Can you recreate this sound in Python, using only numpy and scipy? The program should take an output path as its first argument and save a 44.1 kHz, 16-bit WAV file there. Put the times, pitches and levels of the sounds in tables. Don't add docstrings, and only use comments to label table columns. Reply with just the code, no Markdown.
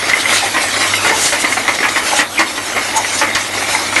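import sys
import numpy as np
from scipy import signal
from scipy.fft import rfft, irfft, next_fast_len
from scipy.io import wavfile
from scipy.ndimage import uniform_filter1d, minimum_filter1d, map_coordinates

SR = 44100
rng = np.random.default_rng(int(sys.argv[2]) if len(sys.argv) > 2 else 0)


def pcm_store(signal):
    levels = np.round(np.clip(np.atleast_2d(signal), -1, 1) * 32767)
    wavfile.write(sys.argv[1], SR, levels.astype(np.int16).T)


N = 176400

# start_s, level_db, clatter_s
DROPS = [(0.101, -17.5, 0.043), (.326, -16, 0.017), (.543, -16, 0.032), (0.564, -13.5, 0.017),
         (.638, -17.5, 0.006), (.808, -16, 0.049), (1.047, -10, 0.025), (1.094, -13, 0.014),
         (1.323, -13.5, 0.025), (1.438, -14, 0.013), (1.519, -23, 0.02), (1.569, -13.5, 0.0062),
         (1.680, -9, 0.011), (1.829, -10.5, 0.03), (1.961, -14.5, 0.02), (2.188, -10.5, 0.029),
         (2.392, -9, 0.023), (2.577, -19, .006), (2.766, -17, 0.027), (3.214, -10.5, 0.021),
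         (3.355, -12.5, .02), (3.924, -17.5, .006), (3.962, -12, 0.018)]
# pitch_hz, width_hz, level_db
BOWL_MODES = [(323, 120, -1.5), (626, 100, -3.5), (843, 34, 4), (1055, 65, 3.5), (1264, 117, 2),
              (1412, 79, 3.5), (1794, 36, 5), (1899, 69, 9), (2171, 224, 6.5)]
# frequency_hz, level_db
CLATTER_EQ = [(60, -43), (150, -36), (240, -11), (800, 7.5), (2200, 10.5), (2700, 4), (5000, -17),
              (12000, -13)]
# start_s, level_db, pitch_hz
BOTTLE_TAPS = [(.096, -4, 1950), (.1335, 3, 2060), (.255, -6, 2090), (.293, -4.5, 2200), (.936, -1.5, 2100),
               (1.095, -5, 2150), (1.447, -5.5, 2130), (1.524, -7, 2170), (1.787, -9, 2110),
               (1.96, -6, 2060), (2.191, 4, 1920), (2.778, -5, 2160), (3.046, -9, 2000), (3.288, -10, 2100),
               (3.749, -5.5, 2110), (3.963, 5, 2200)]
# frequency_hz, level_db
TAP_EQ = [(100, -18), (800, -17), (1550, 0), (1950, -7), (2250, -8), (2700, -6), (5000, -27), (12000, -38)]
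# start_s, level_db
RAIL_CLICKS = [(0.093, -19), (1.047, -27), (1.095, -23), (1.256, -14.5), (1.327, -22.5), (1.678, -22),
               (1.746, -22), (1.886, -21.5), (2.192, -16), (2.391, -14.5), (3.349, -14.5), (3.957, -19)]
# frequency_hz, level_db
CLICK_EQ = [(200, 6), (1500, -13.5), (3000, 12.5), (4100, 14.5), (5200, 12.5), (7000, 9.5), (9000, 1),
            (12000, -11)]
# time_s, level_db
TUMBLE_FADER = [(0, -20.5), (.44, -20.5), (.5, -23), (.75, -21.5), (1.1, -24.5), (1.6, -20.5), (2.18, -23),
                (2.27, -49), (2.47, -25), (2.56, -32), (2.76, -21.5), (2.92, -23), (3.15, -28),
                (3.29, -22.5), (3.5, -25), (3.65, -20.5), (3.8, -23), (3.89, -26), (4, -21)]
# frequency_hz, level_db
TUMBLE_EQ = [(80, -43), (160, -11.5), (240, 2), (520, 7.5), (820, 9), (950, 1), (1250, 6), (1550, 2),
             (1850, 8.5), (2150, 13), (2600, -1.5), (4000, -7), (12000, -14.5)]
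# peak_s, level_db, pitch_hz, half_length_s
NECK_HOOTS = [(.440, -17, 785, 0.011), (.642, -13.5, 804, 0.0025), (1.115, -18.5, 438.4, 0.029),
              (1.134, -13, 864, 0.015), (2.138, -10, 850, 0.01), (2.978, -13, 866, 0.017),
              (3.748, -15, 836, 0.0099)]
# peak_s, level_db, pitch_hz, half_length_s
PLASTIC_SQUEAKS = [(2.385, -8.5, 2130, 0.0052), (2.973, -15, 6550, .008), (3.193, -15, 6500, 0.0033)]
# peak_s, level_db, half_length_s
RAIL_SCRAPES = [(.21, -18.5, 0.013), (.375, -15.5, 0.024), (3.7, -22.5, 0.011)]
# pitch_hz, width_hz, level_db
RAIL_MODES = [(3750, 1100, 0)]
# time_s, level_db
JET_FADER = [(0, -22.5), (.28, -19), (.33, -16.5), (.41, -19.5), (.5, -20.5), (.85, -17), (1.17, -18.5),
             (1.35, -21), (1.66, -23), (2.02, -20), (2.12, -15), (2.185, -13.5), (2.25, -28.5), (2.35, -24),
             (2.56, -23.5), (3.04, -20.5), (3.14, -16), (3.195, -16.5), (3.27, -27), (3.41, -22),
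             (3.5, -23), (3.7, -18), (3.89, -21.5), (4, -18.5)]
# frequency_hz, level_db
JET_EQ = [(200, -16), (1200, 6.5), (2600, 6), (3700, 5.5), (4800, 3), (6400, 3), (7300, 0.5), (9400, 0.5),
          (10500, -4), (11300, 0), (12000, -28.5)]
# peak_s, level_db, half_length_s
AIR_SPURTS = [(.35, -16, 0.02), (1.248, -14, 0.045), (1.413, -17, 0.011), (1.529, -21, 0.024),
              (2.973, -15, 0.0075)]
# frequency_hz, level_db
SPURT_EQ = [(1000, -15), (3000, 3), (3800, 3.5), (4800, 1), (6300, 6.5), (9300, 5), (10500, 0.5),
            (12000, -5.5)]
# pitch_hz, width_hz, level_db
WHISTLE_MODES = [(3770, 82, 1), (6400, 290, -8), (8430, 21, -13)]
# pitch_hz, level_db
HUM_TONES = [(50, -53.5), (100, -44)]
# time_s, gain_db
HUM_FADER = [(0, -2), (.9, 6.5), (2.3, -9.5), (3.55, 4)]
# frequency_hz, level_db
HALL_EQ = [(20, -44), (45, -11), (70, -12.5), (105, 1.5), (150, -15), (230, 1.5), (320, 3.5), (420, -5.5),
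           (600, 2), (1500, -4.5), (3000, -29.5), (6000, -35), (11500, -15)]

CONTACTS_PER_S, HEAP_RINGS_PER_S = 120, 28
ROOM_T60_S = 0.18


def bottle_drops():
    body = amp(-0.5) * resonant_noise(BOWL_MODES) + noise(CLATTER_EQ)
    clatter = steadied(body, span_s=0.0051) * hit_envelope(DROPS, rise_s=0.00046, t60_s=0.1)
    return bowl_ring() + amp(-1) * clatter


def bowl_ring(gain_db=2.5, t60_s=0.09, scatter_db=4.5, detune=0.04):
    out, t = np.zeros(N + SR), np.arange(SR // 4) / SR
    hz, _, mode_db = np.transpose(BOWL_MODES)
    for start_s, db, _ in DROPS:
        level_draw, pitch_draw = rng.standard_normal((2, len(hz)))
        cycles = np.outer(hz * (1 + detune * pitch_draw), t) + rng.random((len(hz), 1))
        tone = amp(mode_db + scatter_db * level_draw) @ np.sin(2 * np.pi * cycles)
        out[round(start_s * SR):][:len(t)] += amp(db + gain_db - 60 * t / t60_s) * unit(tone)
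    return out[:N]


def bottle_taps():
    hold_s = 0.0015
    hits = [(start_s, db, hold_s) for start_s, db, _ in BOTTLE_TAPS]
    crack = steadied(noise(TAP_EQ), span_s=0.0022) * hit_envelope(hits, rise_s=0.00049, t60_s=0.02)
    return amp(-7.5) * crack + amp(2) * wall_ring(BOTTLE_TAPS, t60_s=0.042)


def wall_ring(contacts, t60_s, rise_s=0.001):
    out, t = np.zeros(N + SR), np.arange(SR // 6) / SR
    envelope = amp(-60 * t / t60_s) * (1 - np.exp(-t / rise_s))
    for start_s, db, hz in contacts:
        second_hz = hz * (1 + rng.uniform(-0.116, 0.1))
        tone = np.sin(2 * np.pi * hz * t) + amp(-8) * np.cos(2 * np.pi * second_hz * t)
        out[max(round(start_s * SR), 0):][:len(t)] += amp(db) * envelope * tone
    return out[:N]


def rail_clicks(hold_s=0.0062):
    hits = [(start_s, db, hold_s) for start_s, db in RAIL_CLICKS]
    return amp(3.5) * noise(CLICK_EQ) * hit_envelope(hits, rise_s=0.00017, t60_s=0.046)


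def tumbling_heap(spread_db=1.5, contact_t60_s=0.09, ring_hz=2154, detune=0.0994):
    contacts = rng.random(N) < CONTACTS_PER_S / SR
    strengths = contacts * amp(spread_db * np.clip(rng.standard_normal(N), -2, 2))
    decay = amp(-60 * clock()[:SR // 4] / contact_t60_s)
    power = signal.fftconvolve(strengths ** 2, decay ** 2)[:N]
    body = noise(TUMBLE_EQ) + amp(-7.5) * resonant_noise(BOWL_MODES)
    rattle = steadied(body * np.sqrt(np.abs(power)), span_s=0.27)
    pings = [((k + timing) / HEAP_RINGS_PER_S, 4 * level, ring_hz * (1 + detune * pitch))
             for k, (timing, level, pitch) in enumerate(rng.uniform(-1, 1, (400, 3)))]
    ring = wall_ring([ping for ping in pings if ping[0] < N / SR], t60_s=0.088)
    return amp(curve(TUMBLE_FADER)) * (rattle + amp(-2) * ring)


def neck_hoots():
    return wavering_tones(NECK_HOOTS, width_hz=55, rough_db=3.5)


def squeaks():
    return wavering_tones(PLASTIC_SQUEAKS, width_hz=305, rough_db=0)


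def rail_scrapes():
    return swells(RAIL_SCRAPES) * resonant_noise(RAIL_MODES)


def compressed_air(flutter_db=1.14):
    spurts = swells(AIR_SPURTS)
    jet = amp(curve(JET_FADER) + flutter_db * wobble(40))
    hiss = jet * shimmer(noise(JET_EQ), depth_db=3.5) + spurts * noise(SPURT_EQ)
    whistle = np.hypot(jet, spurts) * resonant_noise(WHISTLE_MODES)
    return hiss + amp(-16) * whistle


def motor_hum(drift_rad=0.23, waver_db=1.6):
    low, high = (amp(db) * np.sqrt(2) * np.sin(2 * np.pi * hz * clock() + drift_rad * wobble(5.4))
                 for hz, db in HUM_TONES)
    return low + amp(curve(HUM_FADER) + waver_db * wobble(19)) * high


def hall_din():
    return amp(-27.5) * noise(HALL_EQ)


def room(x, wet_db):
    t = clock()[:SR // 2]
    tail = rng.standard_normal(len(t)) * amp(-60 * t / ROOM_T60_S) * (t > 0.002)
    wet = signal.fftconvolve(x, tail / np.linalg.norm(tail))[:N]
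    return (x + amp(wet_db) * wet) / np.hypot(1, amp(wet_db))


def hit_envelope(hits, rise_s, t60_s):
    power, t = np.zeros(N + SR), np.arange(SR // 2) / SR
    attack = 1 - np.exp(-t / rise_s)
    for start_s, db, hold_s in hits:
        decay = amp(db - 60 * np.maximum(t - hold_s, 0) / t60_s)
        power[max(round(start_s * SR), 0):][:len(t)] += (attack * decay) ** 2
    return np.sqrt(power[:N])


def wavering_tones(notes, width_hz, rough_db):
    t, out = clock(), np.zeros(N)
    for peak_s, db, hz, half_s in notes:
        near = np.abs(t - peak_s) < 0.15
        drift = np.cumsum(rng.standard_normal(SR)[:near.sum()]) * np.sqrt(2 * np.pi * width_hz / SR)
        phase = 2 * np.pi * hz * t[near] + uniform_filter1d(drift, size=64)
        out[near] += amp(db) * np.sqrt(2) * np.sin(phase) / np.cosh((t[near] - peak_s) / half_s)
    return out * unit(amp(rough_db * wobble(220)))


def swells(rows):
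    return sum(amp(db) / np.cosh(np.clip((clock() - peak_s) / half_s, -20, 20))
               for peak_s, db, half_s in rows)


def shimmer(x, depth_db):
    spectrum = signal.stft(x, nperseg=1024)[2]
    patches = uniform_filter1d(rng.standard_normal(spectrum.shape), size=7, axis=0)
    patches = uniform_filter1d(patches, size=5, axis=1)
    return unit(signal.istft(spectrum * amp(depth_db * unit(patches)), nperseg=1024)[1][:N])


def resonant_noise(modes):
    def response(f):
        return sum((-1) ** k * amp(db) * 1j * f * width / (hz * hz - f * f + 1j * f * width)
                   for k, (hz, width, db) in enumerate(modes))
    return unit(filtered(rng.standard_normal(N), response))


def noise(eq):
    hz, db = np.transpose(eq)
    return unit(filtered(rng.standard_normal(N), lambda f: amp(np.interp(np.log(f + 1), np.log(hz), db))))


def filtered(x, response):
    size = next_fast_len(N + SR // 2)
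    return irfft(rfft(x, size) * response(np.fft.rfftfreq(size, 1 / SR)), size)[:N]


def steadied(x, span_s):
    return x / np.sqrt(np.abs(uniform_filter1d(x * x, int(span_s * SR))) + 1e-6)


def wobble(rate_hz):
    return map_coordinates(rng.standard_normal(4096), [clock() * rate_hz + 2], mode="wrap")


def curve(points):
    return np.interp(clock(), *np.transpose(points))


def clock():
    return np.arange(N) / SR


def unit(x):
    return x / np.sqrt(np.mean(x ** 2) + 1e-20)


def amp(db):
    return 10 ** (np.asarray(db) / 20)


def scene():
    notes = neck_hoots() + squeaks()
    bottles = room(bottle_drops() + rail_clicks() + notes, wet_db=-2.5) + room(bottle_taps(), wet_db=-9)
    return (bottles + tumbling_heap() + rail_scrapes() + compressed_air() + motor_hum() + hall_din())[None]


def record(dry, ceiling=0.92, hold_s=0.0009, cutoff_hz=11950):
    span = int(hold_s * SR)
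    needed_gain = np.minimum(1, ceiling / (np.abs(dry[0]) + 1e-9))
    gain = uniform_filter1d(minimum_filter1d(needed_gain, span), span)
    return filtered(dry[0] * gain, lambda hz: 1 / np.sqrt(1 + (hz / cutoff_hz) ** 140))[None]


dry = scene()
out = record(dry)
pcm_store(out)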